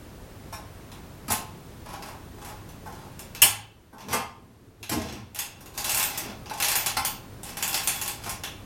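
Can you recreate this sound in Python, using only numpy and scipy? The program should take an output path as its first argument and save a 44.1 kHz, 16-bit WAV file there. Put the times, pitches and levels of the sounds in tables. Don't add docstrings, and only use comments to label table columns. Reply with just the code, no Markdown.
import sys
import numpy as np
from scipy import signal
from scipy.fft import rfft, irfft, next_fast_len
from scipy.io import wavfile
from scipy.ndimage import uniform_filter1d, minimum_filter1d, map_coordinates

SR = 44100
rng = np.random.default_rng(int(sys.argv[2]) if len(sys.argv) > 2 else 0)


def generate_wav(sig):
    pcm = np.round(np.clip(np.atleast_2d(sig).T, -1, 1) * 32767).astype(np.int16)
    wavfile.write(sys.argv[1], SR, pcm)


N = 381465
TAIL = np.arange(int(.7 * SR)) / SR
PANEL_GROWTH = 0.66

# t/s, length/s, level/dB, hardness offset/dB, weight offset/dB
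CASING_BLOWS = [(0.525, .03, -40.5, -5, -16), (1.281, .015, -38.5, -4.5, 1), (1.3, .03, -31, -4, 2),
                (2.856, .024, -41.5, -14, -6.5), (3.927, .03, -35.5, -20, -4),
                (4.128, .026, -15.5, -5, -3.5), (4.894, .006, -33, 8, 6.5), (4.914, .025, -24, -0.5, 2.5),
                (6.509, .01, -37, -21, -16), (6.968, .007, -28, -3, -10.5), (8.259, .02, -36.5, -7, -6)]
# t/s, length/s, steel/dB, edge/dB, panel/dB, thud/dB
CATCH_RELEASE = [(3.4184, 0.017, -10.5, -1.5, -19.5, -24.5)]


def amp(db):
    return 10 ** (np.asarray(db) / 20)


def unit_rms(x):
    return x / np.sqrt(np.mean(x ** 2) + 1e-20)


def curve_at(points, hz):
    freqs, values = np.transpose(points)
    return np.interp(np.log(hz + 1), np.log(freqs + 1), values)


def add(track, start_s, sound):
    part = track[round(start_s * SR):][:len(sound)]
    part += sound[:len(part)]


def filtered(x, response):
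    size = next_fast_len(N + SR // 2)
    return irfft(rfft(x, size) * response(np.fft.rfftfreq(size, 1 / SR)), size)[:N]


def background():
    # f/Hz, relative level/dB
    tone_spectrum = [(12, -29), (22, -2.5), (50, 0), (140, -0.5), (190, -3), (380, -8), (640, -13.5),
                     (1050, -17), (2900, -25.5), (6000, -29.5), (14000, -32.5), (16000, -35.5)]

    def noise(response):
        return unit_rms(filtered(rng.standard_normal(N), response))

    tone = noise(lambda hz: amp(curve_at(tone_spectrum, hz)))
    hum = noise(lambda hz: np.exp(-((hz - 102) / 7) ** 2))
    whine = noise(lambda hz: np.exp(-((hz - 15800) / 40) ** 2))
    return amp(-44.5) * tone + amp(-56.0) * hum + amp(-69.5) * whine


def room_path(direct, direct_s, colour_db):
    # f/Hz, t60/s
    decay_times = [(80, 0.81), (300, 0.23), (900, 0.54), (1900, 0.4), (2800, 0.44), (4200, 0.39),
                   (9000, 0.26), (15000, .22)]
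    hz, t, noise = signal.stft(rng.standard_normal(len(TAIL)), SR, nperseg=256)
    ripple = unit_rms(uniform_filter1d(rng.standard_normal(len(hz)), size=3))
    colour = colour_db * np.minimum(1, hz / 4000) * ripple
    decay_db = 60 * t / curve_at(decay_times, hz)[:, None]
    wash = signal.istft(noise * amp(colour[:, None] - decay_db), SR, nperseg=256)[1][:len(TAIL)]
    return wash * np.sqrt(1 + direct * np.exp(-TAIL / direct_s))


def contacts(length_s, shape, rate_hz, scatter_db):
    count = int(length_s * rate_hz) + 2
    when = np.append(0, rng.random(count))
    sizes = shape(when) * amp(scatter_db * rng.standard_normal(count + 1))
    signs = rng.choice([-1, 1], count + 1)
    force = np.bincount((when * length_s * SR).astype(int), sizes * signs)
    return force / (np.linalg.norm(force) + 1e-12)


def chatter(length_s, rate_hz, scatter_db):
    force = contacts(length_s, lambda u: np.sqrt(1 - u), rate_hz, scatter_db)
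    return signal.fftconvolve(force, room_path(direct=4.4, direct_s=0.0024, colour_db=2.26))


def slide(forces):
    out = np.zeros((len(forces), forces.shape[1] + len(TAIL)))
    step = int(.09 * SR)
    for start in range(0, forces.shape[1], step):
        path = room_path(direct=3.1, direct_s=0.0018, colour_db=1.0)
        sound = signal.fftconvolve(forces[:, start:start + step], path[None], axes=1)
        out[:, start:start + sound.shape[1]] += sound
    return out


def voice(drive, spectrum, ripple_db, spacing_hz, size=16384):
    hz = np.fft.rfftfreq(size, 1 / SR)
    ripple = map_coordinates(rng.standard_normal(size), [hz / spacing_hz])
    outside = (hz < spectrum[0][0]) | (hz > spectrum[-1][0])
    gain = unit_rms(amp(curve_at(spectrum, hz) + ripple_db * ripple - 20 * outside))
    cepstrum = irfft(np.log(gain))
    cepstrum[1:size // 2] *= 2
    cepstrum[size // 2 + 1:] = 0
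    return signal.fftconvolve(drive, irfft(np.exp(rfft(cepstrum))))[:N]


def ring(hz, t60, blur_rad, blur_hz, rise_s):
    drift = map_coordinates(rng.standard_normal(len(TAIL)), [TAIL * blur_hz])
    envelope = amp(-60 * TAIL / t60) * (1 - np.exp(-TAIL / rise_s))
    return np.sin(2 * np.pi * hz * TAIL + blur_rad * drift) * envelope


def judder_and_rumble():
    # t/s, length/s, judder/dB, rumble/dB
    swells = [(3.419, .03, -27.5, -35), (3.458, .06, -45, -39), (4.01, .17, -38.5, -23),
              (4.299, .45, -61.5, -33.5), (4.791, .06, -43, -35), (4.909, .08, -21, -24),
              (5.0, 0.19, -33, -21.5), (6.168, .17, -38, -41)]
    drives = np.zeros((2, N))
    for start, length, *levels in swells:
        force = contacts(length, lambda u: np.sqrt(np.sin(np.pi * u)), rate_hz=200, scatter_db=5.0)
        sound = slide(force[None])[0]
        for drive, db in zip(drives, levels):
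            add(drive, start, amp(db) * sound)
    return drives


def pings():
    # t/s, level/dB
    cues = [(5.975, -24), (6.027, -24), (6.757, -21), (7.049, -25), (7.685, -33), (7.83, -32), (7.95, -35),
            (8.078, -38)]
    out = np.zeros(N)
    for start, db in cues:
        add(out, start, amp(db) * ring(hz=13745, t60=0.29, blur_rad=1.1, blur_hz=110, rise_s=.008))
    return out


def clicks():
    # t/s, level/dB, edge against steel/dB
    taps = [(0.917, -49.5, -3), (1.307, -36.5, 7), (1.32, -36, 8), (2.024, -44, -3.5), (2.448, -51, 5),
            (2.69, -55, 1.5), (3.192, -49, 8), (3.349, -43, -2), (4.006, -40, -10), (4.829, -32, -5.5),
            (5.017, -32.5, -7), (5.086, -33, -13), (5.124, -36, -4.5), (5.347, -40, 7.5), (5.358, -34.5, 0),
            (5.389, -28.5, 7.5), (5.607, -50.5, 1.5), (5.659, -50, 3.5), (5.777, -33.5, 1), (5.844, -35, 5),
            (5.894, -32.5, 5.5), (5.916, -34.5, 3.5), (5.946, -33, 6.5), (5.975, -33, 4.5),
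            (5.998, -30.5, 2), (6.028, -33.5, 6), (6.176, -37.5, 9), (6.459, -47.5, -12),
            (6.497, -41, -5.5), (6.601, -32, 1), (6.624, -27, 2), (6.645, -31, 2), (6.684, -30, 5),
            (6.716, -30.5, 1), (6.755, -29, 4.5), (6.861, -28.5, 3.5), (7.049, -31, 5), (7.432, -47.5, 7),
            (7.57, -36, 1), (7.626, -29.5, 2.5), (7.678, -36.5, 7), (7.743, -28.5, 0), (7.874, -28.5, 6),
            (8.014, -36.5, 5.5), (8.078, -37.5, 7), (8.294, -38, 5), (8.436, -35, -3)]
    firm_db, firm_panel_db = -30, -38.5
    drives = np.zeros((3, N))
    for start, db, edge_db in taps:
        sound = room_path(direct=1.3, direct_s=0.0015, colour_db=3.0)
        panel_db = firm_panel_db + PANEL_GROWTH * (db - firm_db)
        for drive, level in zip(drives, (db, db + edge_db, panel_db)):
            add(drive, start, amp(level) * sound)
    return drives


def scrapes():
    # t/s, rise/s, fall/s, peak/dB, edge against steel/dB, panel against steel/dB
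    strokes = [(1.85, .05, .07, -27, -3, 4.5), (2.0, .06, .09, -35, 1, 7), (2.37, .1, 0.089, -33, 0.5, 4.5),
               (2.87, .06, .16, -37, -2, 6), (3.96, 0.046, 0.076, -27, -2.5, 5),
               (4.085, .043, 0.019, -6, -3, -1), (4.94, .06, .22, -19.5, -8.5, -6.5),
               (5.74, .27, .15, -20.5, 3, -4), (6.11, .04, .16, -22, -7.5, -5.5),
               (6.53, .2, .13, -18.5, 2, -8), (7.44, .04, 0.053, -24.5, 1.5, -6),
               (7.57, .23, .36, -21, 3, -8), (8.15, .14, 0.048, -27, -1, -6)]
    swell_db, edge_growth = 14, 1.15
    drives = np.zeros((3, N))
    for start, rise, fall, db, edge_db, panel_db in strokes:
        length = rise + fall
        force = np.sqrt(length) * contacts(length, np.ones_like, rate_hz=330, scatter_db=7.0)
        press = np.interp(np.arange(len(force)) / SR, [0, rise, length], [-swell_db, 0, -swell_db])
        levels = db + np.array([press, edge_db + edge_growth * press, panel_db + PANEL_GROWTH * press])
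        for drive, sound in zip(drives, slide(amp(levels) * force)):
            add(drive, start, sound)
    return drives


def steel_ring(drive):
    # f/Hz, width/Hz, gain/dB
    modes = [(817, 32, 1.5), (917, 17, 1), (1040, 25, 3), (1801, 31, 6), (2640, 31, 6.5), (2724, 34, 5.5),
             (3407, 66, 5), (5420, 56, -0.5)]
    return filtered(drive, lambda f: sum(amp(db) * 1j * f * width / (hz ** 2 - f ** 2 + 1j * f * width)
                                         for hz, width, db in modes))


def knocks():
    edge_db = 0.5
    drives = np.zeros((4, N))
    for start, length, db, hard_db, weight_db in CASING_BLOWS:
        sound = chatter(length, rate_hz=4000, scatter_db=5.0)
        for drive, offset_db in zip(drives, (hard_db, hard_db + edge_db, 0, weight_db)):
            add(drive, start, amp(db + offset_db) * sound)
    return drives


def casing_ring():
    # f/Hz, level against the knock/dB, t60/s
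    modes = [(782, -13.5, .4), (807, -6, 0.25), (927, -12, .58), (1057, -2.5, 0.54), (1533, -6, .3)]
    out = np.zeros(N)
    for start, _, knock_db, _, _ in CASING_BLOWS:
        for hz, db, t60 in modes:
            gain = amp(knock_db + db + rng.normal(0, 1.1))
            add(out, start, gain * ring(hz, t60, blur_rad=1.0, blur_hz=44.5, rise_s=0.01))
    return out


def catch_snap():
    drives = np.zeros((4, N))
    start, length, *levels = CATCH_RELEASE[0]
    sound = chatter(length, rate_hz=9000, scatter_db=3.0)
    for drive, db in zip(drives, levels):
        add(drive, start, amp(db) * sound)
    return drives


def snap_ring():
    # f/Hz, level/dB, t60/s
    modes = [(103, -25.5, 1), (588, -26, 0.28), (770, -25.5, 0.53), (1077, -17.5, 0.37), (2365, -17, 0.17),
             (2760, -1.5, .13), (2875, -6, .16), (3040, -3.5, .16), (2950, -24.5, .5), (3040, -20, 0.55),
             (3160, -16.5, 0.38), (3270, -22.5, .39), (5420, -8.5, .21)]
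    start = CATCH_RELEASE[0][0]
    out = np.zeros(N)
    for hz, db, t60 in modes:
        add(out, start, amp(db) * ring(hz, t60, blur_rad=3.4, blur_hz=min(130, hz / 18), rise_s=0.0032))
    return out


def heater():
    # timbres, each as f/Hz, relative level/dB
    steel_tone = [(900, -31.5), (1500, -6), (1790, -1), (2100, -2.5), (2400, 1), (2650, 2), (3000, -1),
                  (3350, -3), (3750, -4), (4300, -3), (5400, -1.5), (6500, -5), (8500, -26)]
    edge_tone = [(4500, -37), (6600, -1.5), (8000, 0.5), (11000, 1), (13700, -1), (15000, -5.5),
                 (16000, -17.5)]
    panel_tone = [(200, -22), (380, -5.5), (510, -14), (620, -1), (690, -4.5), (810, 1.5), (900, -3),
                  (1050, -0.5), (1180, -8.5), (1400, -6.5), (1650, -15), (2400, -29)]
    clank_tone = [(900, -24.5), (1600, -1), (2300, 5), (3100, -1), (4200, -1.5), (5500, 2.5), (6600, -8.5),
                  (8500, -11.5)]
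    hollow_tone = [(200, -26.5), (400, -11.5), (500, -6.5), (590, -5), (660, -2), (780, 5.5), (1040, -2),
                   (1200, -4.5), (1400, -4.5), (1700, -12.5), (2400, -29.5)]
    judder_tone = [(110, -18), (180, -3), (235, 4), (290, -4), (400, -6), (520, -12.5), (650, -5),
                   (950, -18.5)]
    thud_tone = [(35, -37), (62, -6.5), (80, -1), (105, 0.5), (150, -10), (225, -6), (290, -10.5),
                 (430, -9.5), (700, -27.5)]
    *snap_parts, snap_thud = catch_snap()
    clank, knock_edge, hollow, knock_thud = knocks()
    judder, rumble = judder_and_rumble()
    steel, edge, panel = np.array(snap_parts) + clicks() + scrapes()
    layers = [(steel, steel_tone), (edge + knock_edge, edge_tone), (panel, panel_tone),
              (clank, clank_tone), (hollow, hollow_tone),
              (judder, judder_tone), (snap_thud + knock_thud + rumble, thud_tone)]
    body = sum(voice(drive, tone, ripple_db=1.35, spacing_hz=60.25) for drive, tone in layers)
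    return body + steel_ring(steel)


def scene():
    return (heater() + snap_ring() + casing_ring() + pings() + background())[None]


def gain_control(x, ceiling_db, range_db, hold_s, release_s):
    level_db = 10 * np.log10(np.abs(uniform_filter1d(x ** 2, size=220)) + 1e-12)
    duck_db = np.clip(ceiling_db - level_db, -range_db, 0)
    half_hold, half_release = int(hold_s * SR / 2), int(release_s * SR / 2)
    held_db = minimum_filter1d(duck_db, 2 * half_hold + 1, origin=half_hold)
    eased_db = uniform_filter1d(held_db, 2 * half_release + 1, origin=half_release)
    return x * amp(np.minimum(held_db, eased_db))


def record(dry):
    ducked = gain_control(dry[0], ceiling_db=-10.5, range_db=10.5, hold_s=1.73, release_s=0.67)
    rounded = ducked / (1 + np.abs(ducked / .8) ** 6) ** (1 / 6)
    return filtered(rounded, lambda hz: hz < 16000)[None]


dry = scene()
out = record(dry)
generate_wav(out)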